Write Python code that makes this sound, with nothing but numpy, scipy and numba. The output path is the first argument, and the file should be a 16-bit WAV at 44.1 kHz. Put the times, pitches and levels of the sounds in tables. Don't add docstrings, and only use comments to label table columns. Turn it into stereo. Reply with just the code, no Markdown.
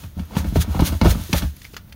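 import sys
import numpy as np
from scipy import signal
from scipy.fft import rfft, irfft
from scipy.io import wavfile
from scipy.ndimage import uniform_filter1d
from numba import njit

SR = 44100
rng = np.random.default_rng(int(sys.argv[2]) if len(sys.argv) > 2 else 0)


def boost(x):
    u = np.asarray(x, float) / 20
    return 10 ** u


def inscribe(sig):
    pcm = np.round(np.clip(np.atleast_2d(sig).T, -1, 1) * 32767)
    wavfile.write(sys.argv[1], SR, pcm.astype(np.int16))


N = 85995

# (frequency [Hz], level [dB], t60 [s])
WOOD_MODES = [(141, 0.5, 0.07), (159, 1.5, 0.049), (496, -12, 0.013), (1163, -9.5, 0.027), (171.2, 1, 0.13),
              (215.8, 1, 0.083), (307, -4.5, 0.067), (426, -11, 0.032), (561, -12, 0.054),
              (666, -8.5, 0.032), (900, -2, 0.029), (1030, -11, 0.0058), (1518, -1.5, 0.023),
              (2130, -0.5, 0.017)]
# (frequency [Hz], level [dB], t60 [s])
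BIN_MODES = [(54, -3, .2), (64, -2, .15), (80, 0, .2), (101, -3, .12)]
# (frequency [Hz], level [dB])
SCRAPE_BANDS = [(150, 1.5), (500, 2), (1200, 2), (3000, -7), (7000, -19.5), (16000, -67)]


@njit
def ring(x, hz, t60_s):
    y, z = np.empty(len(x)), 0j
    pole = np.exp(2j * np.pi * hz / SR - np.log(1000.) / (t60_s * SR))
    for i in range(len(x)):
        z = z * pole + x[i]
        y[i] = z.imag
    return y


def unit(x):
    return x / np.sqrt(np.mean(x ** 2))


def shape(x, points):
    hz, db = np.array(points, float).T
    n = x.shape[-1]
    f = np.maximum(np.fft.rfftfreq(n, 1 / SR), 1)
    return irfft(rfft(x) * boost(np.interp(np.log(f), np.log(hz), db)), n)


def walk(rate_hz):
    k = int(SR / rate_hz)
    steps = np.repeat(rng.standard_normal(N // k + 1), k)
    return unit(uniform_filter1d(uniform_filter1d(steps, k), k)[:N])


def clicks(per_s, spread_db):
    u = rng.random((3, N))
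    hit = u[0] < per_s / SR
    size = boost(-spread_db * np.log(u[2] + 1e-9))
    return unit(hit * np.sign(u[1] - .5) * size)


def burst(t, at_s, tau_s):
    return (t >= at_s) * np.exp(-np.maximum(t - at_s, 0) / tau_s)


def soften(x, ms):
    p = np.exp(-1000 / (max(ms, .02) * SR))
    return signal.lfilter([1 - p], [1, -p], x)


def body(x, modes, chance=None):
    scatter_db, detune = 2.5, 0.033
    chance = np.zeros((len(modes), 2)) if chance is None else chance
    out = 0
    for k, ((hz, db, t60_s), c) in enumerate(zip(modes, chance)):
        mode = ring(x, hz * (1 + detune * c[1]), t60_s + 0.00097)
        out = out + (-1) ** k * boost(db + scatter_db * c[0]) * mode
    return out


def diffuse(x, lags, t60_s):
    for lag in lags:
        b = np.zeros(lag + 1)
        b[0], b[-1] = -min(boost(-60 * lag / SR / t60_s), .7), 1
        x = signal.lfilter(b, b[::-1], x)
    return x


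def knocks():
    # (time [s], level [dB], boom of bin [dB], crack of wood [dB], contact [ms])
    blows = [(.037,-30,1,-14,0.32),(0.074,-46,6,-30,2.1),(0.165,-24,4,-26,1.8),(.194,-20.5,-1.5,-8.5,1.14),(0.367,-20.5,0.5,-1,0.25),(.444,-22.5,3,-9.5,0.46),(0.479,-27.5,8.5,-33,3.1),(.521,-16.5,-1,-37,1.2),(0.557,-10.5,4.5,-17,0.31),(0.584,-22,8.5,-23,3.3),(.676,-22,8.5,-21,0.98),(0.749,-16.5,0,-39,0.32),(.793,-9.5,2.5,-39,0.29),(.821,-11,-4.5,-11.5,0.62),(.923,-17,-1,-17,0.3),(1.0136,-5.5,-1.5,-7.5,0.3),(1.048,-12.5,-8,-31,0.22),(1.056,-10.5,6,-34,0.34),(1.075,-12,-1.5,-14,3.2),(1.151,-18.5,-1,-28,1.3),(1.294,-31,4.5,-36,0.26),(1.3287,-16.5,3.5,8,0.71),(1.342,-19,-18,-17,0.19),(1.421,-14.5,0,-1.5,2.8)]
    # (frequency [Hz], level [dB])
    crack_bands = [(300, -30), (900, -7), (1600, 6), (3500, -1), (5200, -8.5), (7500, -11), (16000, -42)]
    knock_db, boom_gain_db, crack_gain_db, splinter_db, rattle_db = 1, -1, 3, -14.5, -12
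    crack_s, splinter_s, rattle_s = 0.0027, 0.016, 0.016
    out, n = np.zeros(N), int(.4 * SR)
    chance = rng.standard_normal((len(blows), len(WOOD_MODES) + len(BIN_MODES), 2))
    loose = clicks(500, 2.3)
    hiss = unit(shape(rng.standard_normal(N), crack_bands))
    splinters = unit(shape(clicks(2500, 2.4), SCRAPE_BANDS))
    for (at_s, db, boom_db, crack_db, ms), c in zip(blows, chance):
        i = int(at_s * SR)
        m = min(n, N - i)
        t = np.arange(m) / SR
        blow = boost(rattle_db) * loose[i:i + m] / 9 * np.exp(-t / rattle_s)
        blow[0] = 1
        wood = body(soften(soften(blow, ms), ms / 3), WOOD_MODES, c)
        boom = body(soften(blow, 2.4), BIN_MODES, c[len(WOOD_MODES):])
        crack = hiss[i:i + m] * np.exp(-t / crack_s) * (1 - np.exp(-t * 1000 / ms))
        bits = (0.37 / max(ms, .2)) ** 2 * splinters[i:i + m] * np.exp(-t / splinter_s)
        mix = boost(knock_db) * wood / np.abs(wood).max()
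        mix += boost(boom_gain_db + boom_db) * boom / np.abs(boom).max()
        mix += boost(crack_gain_db + crack_db) * crack + boost(splinter_db) * bits
        out[i:i + m] += boost(db) * mix
    return out


def clatter():
    # (time [s], level [dB], ring [Hz], t60 [s])
    joints = [(0.039,-54,446,0.045),(.187,-33,704,0.044),(.3,-50,346,0.031),(0.309,-31,900,.04),(0.3668,-2.5,170,0.04),(.367,-10,900,0.014),
              (.45,-26,550,0.033),(.5582,-5,410,0.021),(.56,-14.5,631,0.033),(0.5636,-4.5,163,0.08),(.747,-18.5,830,0.043),(.75,-29,200,0.12),
              (0.766,-20.5,1020,0.017),(.772,-25,780,0.035),(.794,-17.5,800,0.079),(.8,-16,910,0.026),(.807,-33,730,0.025),(.82,-10,291,0.053),
              (0.829,-19,1150,0.018),(0.833,-24,330,0.027),(.872,-32,550,0.1),(.926,-29,248,0.028),(1.0141,-11.5,147,0.082),(1.044,-16,167,0.036),
              (1.045,-15,706,0.04),(1.048,-15,1014,.03),(1.054,-8.5,344,0.054),(1.058,-6.5,620,0.024),(1.065,-22,332,0.054),(1.067,-22,900,0.017),
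              (1.073,-16,650,0.032),(1.079,-18,692,0.028),(1.091,-30,195,0.036),(1.122,-22,475,0.029),(1.126,-29,1110,0.033),(1.149,-24,1240,0.056),
              (1.0142,-15,900,.025),(1.293,-29,346,0.071),(1.329,-9.5,223,0.038),(1.338,-13.5,900,0.038),(1.341,-15.5,247,0.053),(1.346,-17.5,583,0.091),
              (1.425,-20,275,0.064),(1.439,-35,240,0.11)]
    rise_cycles, upper_ratio, upper_db, max_cycles = 0.35, 1.1, -5, 26
    out, t = np.zeros(N), np.arange(int(.15 * SR)) / SR
    for at_s, db, hz, t60_s in joints:
        i = int(at_s * SR)
        fall_db = -60 * t / min(t60_s, max_cycles / hz)
        lower = np.sin(2 * np.pi * hz * t)
        upper = boost(upper_db + fall_db) * np.sin(2 * np.pi * upper_ratio * hz * t)
        rise = 1 - np.exp(-t * hz / rise_cycles)
        out[i:i + len(t)] -= boost(db + fall_db) * rise * (lower + upper)
    return out


def drag(t):
    # (time [s], drag level [dB])
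    effort = [(0,-30),(.1,-59),(.15,-42),(.19,-25),(.25,-50),(.33,-23.5),(.5,-29.5),(.65,-32.5),(.72,-37.5),(.83,-20.5),(.94,-26),(.99,-35),(1.06,-26.5),(1.2,-24.5),(1.31,-54),(1.44,-22.5),(1.52,-62),(1.95,-44.5)]
    # (time [s], scrape level [dB])
    slide = [(0,-42.5),(.1,-81),(.16,-50),(.2,-43.5),(.26,-51),(.34,-36),(.42,-44.5),(.5,-44.5),(.65,-42.5),(.76,-37),(.86,-38),(.94,-37.5),(.99,-60),(1.06,-30.5),(1.2,-42.5),(1.31,-53),(1.44,-31),(1.52,-96)]
    wood_db, boom_db = -9, -3
    slip = soften(clicks(1500, 2.5), 0.17)
    stutter_db = 2.5 * walk(40)
    gain = boost(np.interp(t, *np.array(effort).T) + stutter_db)
    grit = unit(shape(clicks(3000, 2.8), SCRAPE_BANDS))
    out = boost(np.interp(t, *np.array(slide).T) + stutter_db) * grit
    for db, modes in [(wood_db, WOOD_MODES), (boom_db, BIN_MODES)]:
        steady_rms = np.sqrt(np.mean(body(slip, modes) ** 2))
        out += boost(db) * body(slip * gain, modes) / steady_rms
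    return out


def seed(t):
    # (peak time [s], level [dB], rise [s], fall [s])
    rushes = [
        (0.194, -50, 0.024, 0.037),
        (0.379, -31, 0.012, 0.027),
        (0.567, -31.5, 0.015, 0.013),
        (.618, -22.5, 0.013, 0.011),
        (0.807, -31.5, 0.0039, 0.0085),
        (0.872, -22, 0.021, 0.016),
        (1.062, -31, 0.025, 0.067),
        (1.113, -24.5, 0.013, 0.01),
        (1.381, -24, 0.028, 0.015),
        (1.429, -41.5, 0.018, 0.047),
    ]
    # (time [s], level [dB])
    trickle_levels = [(0,-51),(.08,-55.5),(.16,-61.5),(.3,-53.5),(.43,-48.5),(.53,-47.5),(.7,-53),(.76,-46),(.93,-44.5),(.99,-49.5),(1.17,-46),(1.3,-41.5),(1.47,-50.5),(1.54,-53.5),(1.6,-51),(1.78,-55),(1.8,-63.5),(1.95,-67)]
    # (frequency [Hz], level [dB])
    grain_bands = [(530, -43), (900, -6), (1490, 4.5), (2230, 1), (3480, 6), (5290, 1), (6800, 4),
                   (7480, 2), (15700, -14)]
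    trickle_gain_db, tilt_db = 2, 2
    trickle = boost(trickle_gain_db + np.interp(t, *np.array(trickle_levels).T) + 2.0 * walk(30.2))
    rush = np.zeros(N)
    for at_s, db, rise_s, fall_s in rushes:
        rush += boost(db) / np.cosh((t - at_s) / np.where(t < at_s, rise_s, fall_s) * 1.396)
    ports = []
    for _ in range(2):
        grains = unit(shape(clicks(9000, 2), [(300, -10), *grain_bands]))
        fine = shape(grains[::-1], [(2000, 0), (14000, tilt_db)])
        ports.append(grains * rush + fine * trickle)
    return np.array(ports)


def ticks(t):
    # (time [s], level [dB], ring [Hz], t60 [s], snap over ring [dB])
    tick_list = [(.037,-32.5,900,0.018,2),(.2548,-47,12200,.006,-4),(0.354,-25,900,0.014,1),(1.566,-38,11200,0.0058,-2),(1.586,-55,2920,.012,-6),(1.617,-42.5,2380,0.0094,10),(1.644,-44,3800,0.0067,10),(1.6505,-31.5,2200,0.014,0),(1.666,-45,5000,0.008,2),(1.735,-35.5,2400,0.015,-2),(1.737,-32.5,414,0.025,-18),(1.743,-32,1430,0.028,-1),(1.766,-20.5,1426,0.03,1.5),(1.778,-33,1300,0.02,-3),(1.3307,-10.5,3300,0.009,1),(1.896,-46.5,14300,0.0032,-2),(1.924,-33.5,3200,0.018,1.5)]
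    # (frequency [Hz], level [dB])
    snap_bands = [(500, -6), (1200, 6), (3000, 7.5), (6500, 6), (8000, -1.5), (16000, -15)]
    gain_db, hiss_s, rise_s, max_t60_s = 2.5, 0.0027, 0.00084, 0.022
    out, hiss = np.zeros(N), rng.standard_normal(N)
    for at_s, db, hz, t60_s, snap_db in tick_list:
        envelope = burst(t, at_s, hiss_s) - burst(t, at_s, rise_s) + 0.11 * burst(t, at_s, 4 * hiss_s)
        snap = soften(shape(hiss * envelope, snap_bands), 60 / hz)
        twang = ring(hiss * burst(t, at_s, .5 / hz), 1. * hz, min(t60_s, max_t60_s))
        out += boost(db + gain_db) * (twang / np.abs(twang).max() + boost(snap_db) * snap)
    return out


def bin_echo(x):
    lags = rng.integers(60, 330, size=(2, 5))
    tails = np.array([diffuse(x, port_lags, 0.12) for port_lags in lags])
    return shape(tails, [(40, -14), (150, -8), (600, 1.5), (2600, 0), (16000, -10)])


def shadowed(x):
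    shadow_hz, scatter_t60_s, scatter_db = 1300, 0.02, -1.5
    scattered = diffuse(x, rng.integers(7, 60, size=4), scatter_t60_s)
    scattered = shape(scattered, [(shadow_hz / 4, -24), (shadow_hz, scatter_db)])
    return shape(x, [(shadow_hz / 3, 0), (shadow_hz * 2, -8)]) + scattered


def farm():
    # (frequency [Hz], level [dB])
    air_bands = [(18, -37), (30, 4), (75, -1), (199, -11), (394, -24), (1430, -29.5), (7500, -43),
                 (16000, -43.5)]
    air = np.array([unit(shape(rng.standard_normal(N), air_bands)) for _ in range(2)])
    return air * boost(-43 + 0.5 * walk(4.2))


def scene():
    # (frequency [Hz], level [dB])
    port_tilt = [(60, 2.6), (200, 4.4), (700, 4.5), (2380, 3.5), (4400, 1.5), (9500, 0), (11500, 8),
                 (15000, 24)]
    apart_hz, echo_db, far_tick_db = 900, -13, -4
    far_lag, far_tick_lag = 10, 8
    t = np.arange(N) / SR
    hard = knocks() + drag(t) + clatter()
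    stems = ticks(t)
    one, other = seed(t) + farm()
    common = shape(one, [(apart_hz / 3, 0), (apart_hz * 2, 10 * np.log10(0.0012))])
    separate = shape(other, [(apart_hz / 8, -30), (apart_hz * 2, 0)])
    left = hard + stems + one
    right = shadowed(hard + boost(far_tick_db) * np.roll(stems, far_tick_lag)) + common + separate
    left, right = np.array([left, right]) + boost(echo_db) * bin_echo(hard + stems / 2)
    right = np.roll(right, far_lag)
    left = shape(left, [(hz, db / 2) for hz, db in port_tilt])
    right = shape(right, [(hz, -db / 2) for hz, db in port_tilt])
    return np.array([left, right])


def top_cut(x):
    return signal.sosfilt(signal.butter(12, 16820, fs=SR, output="sos"), x)


def record(dry):
    # (frequency [Hz], gain [dB])
    mic_notch = [(6600, 0.5), (7700, -5), (8900, 1.5), (10500, 5.5)]
    x = shape(dry, mic_notch)
    x = signal.sosfilt(signal.butter(3, 44, "high", fs=SR, output="sos"), x)
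    x = np.tanh(.8 * x) / .8
    x = signal.sosfilt(signal.ellip(8, .2, 70, 15650, fs=SR, output="sos"), x)
    return top_cut(x)


dry = scene()
out = record(dry)
inscribe(out)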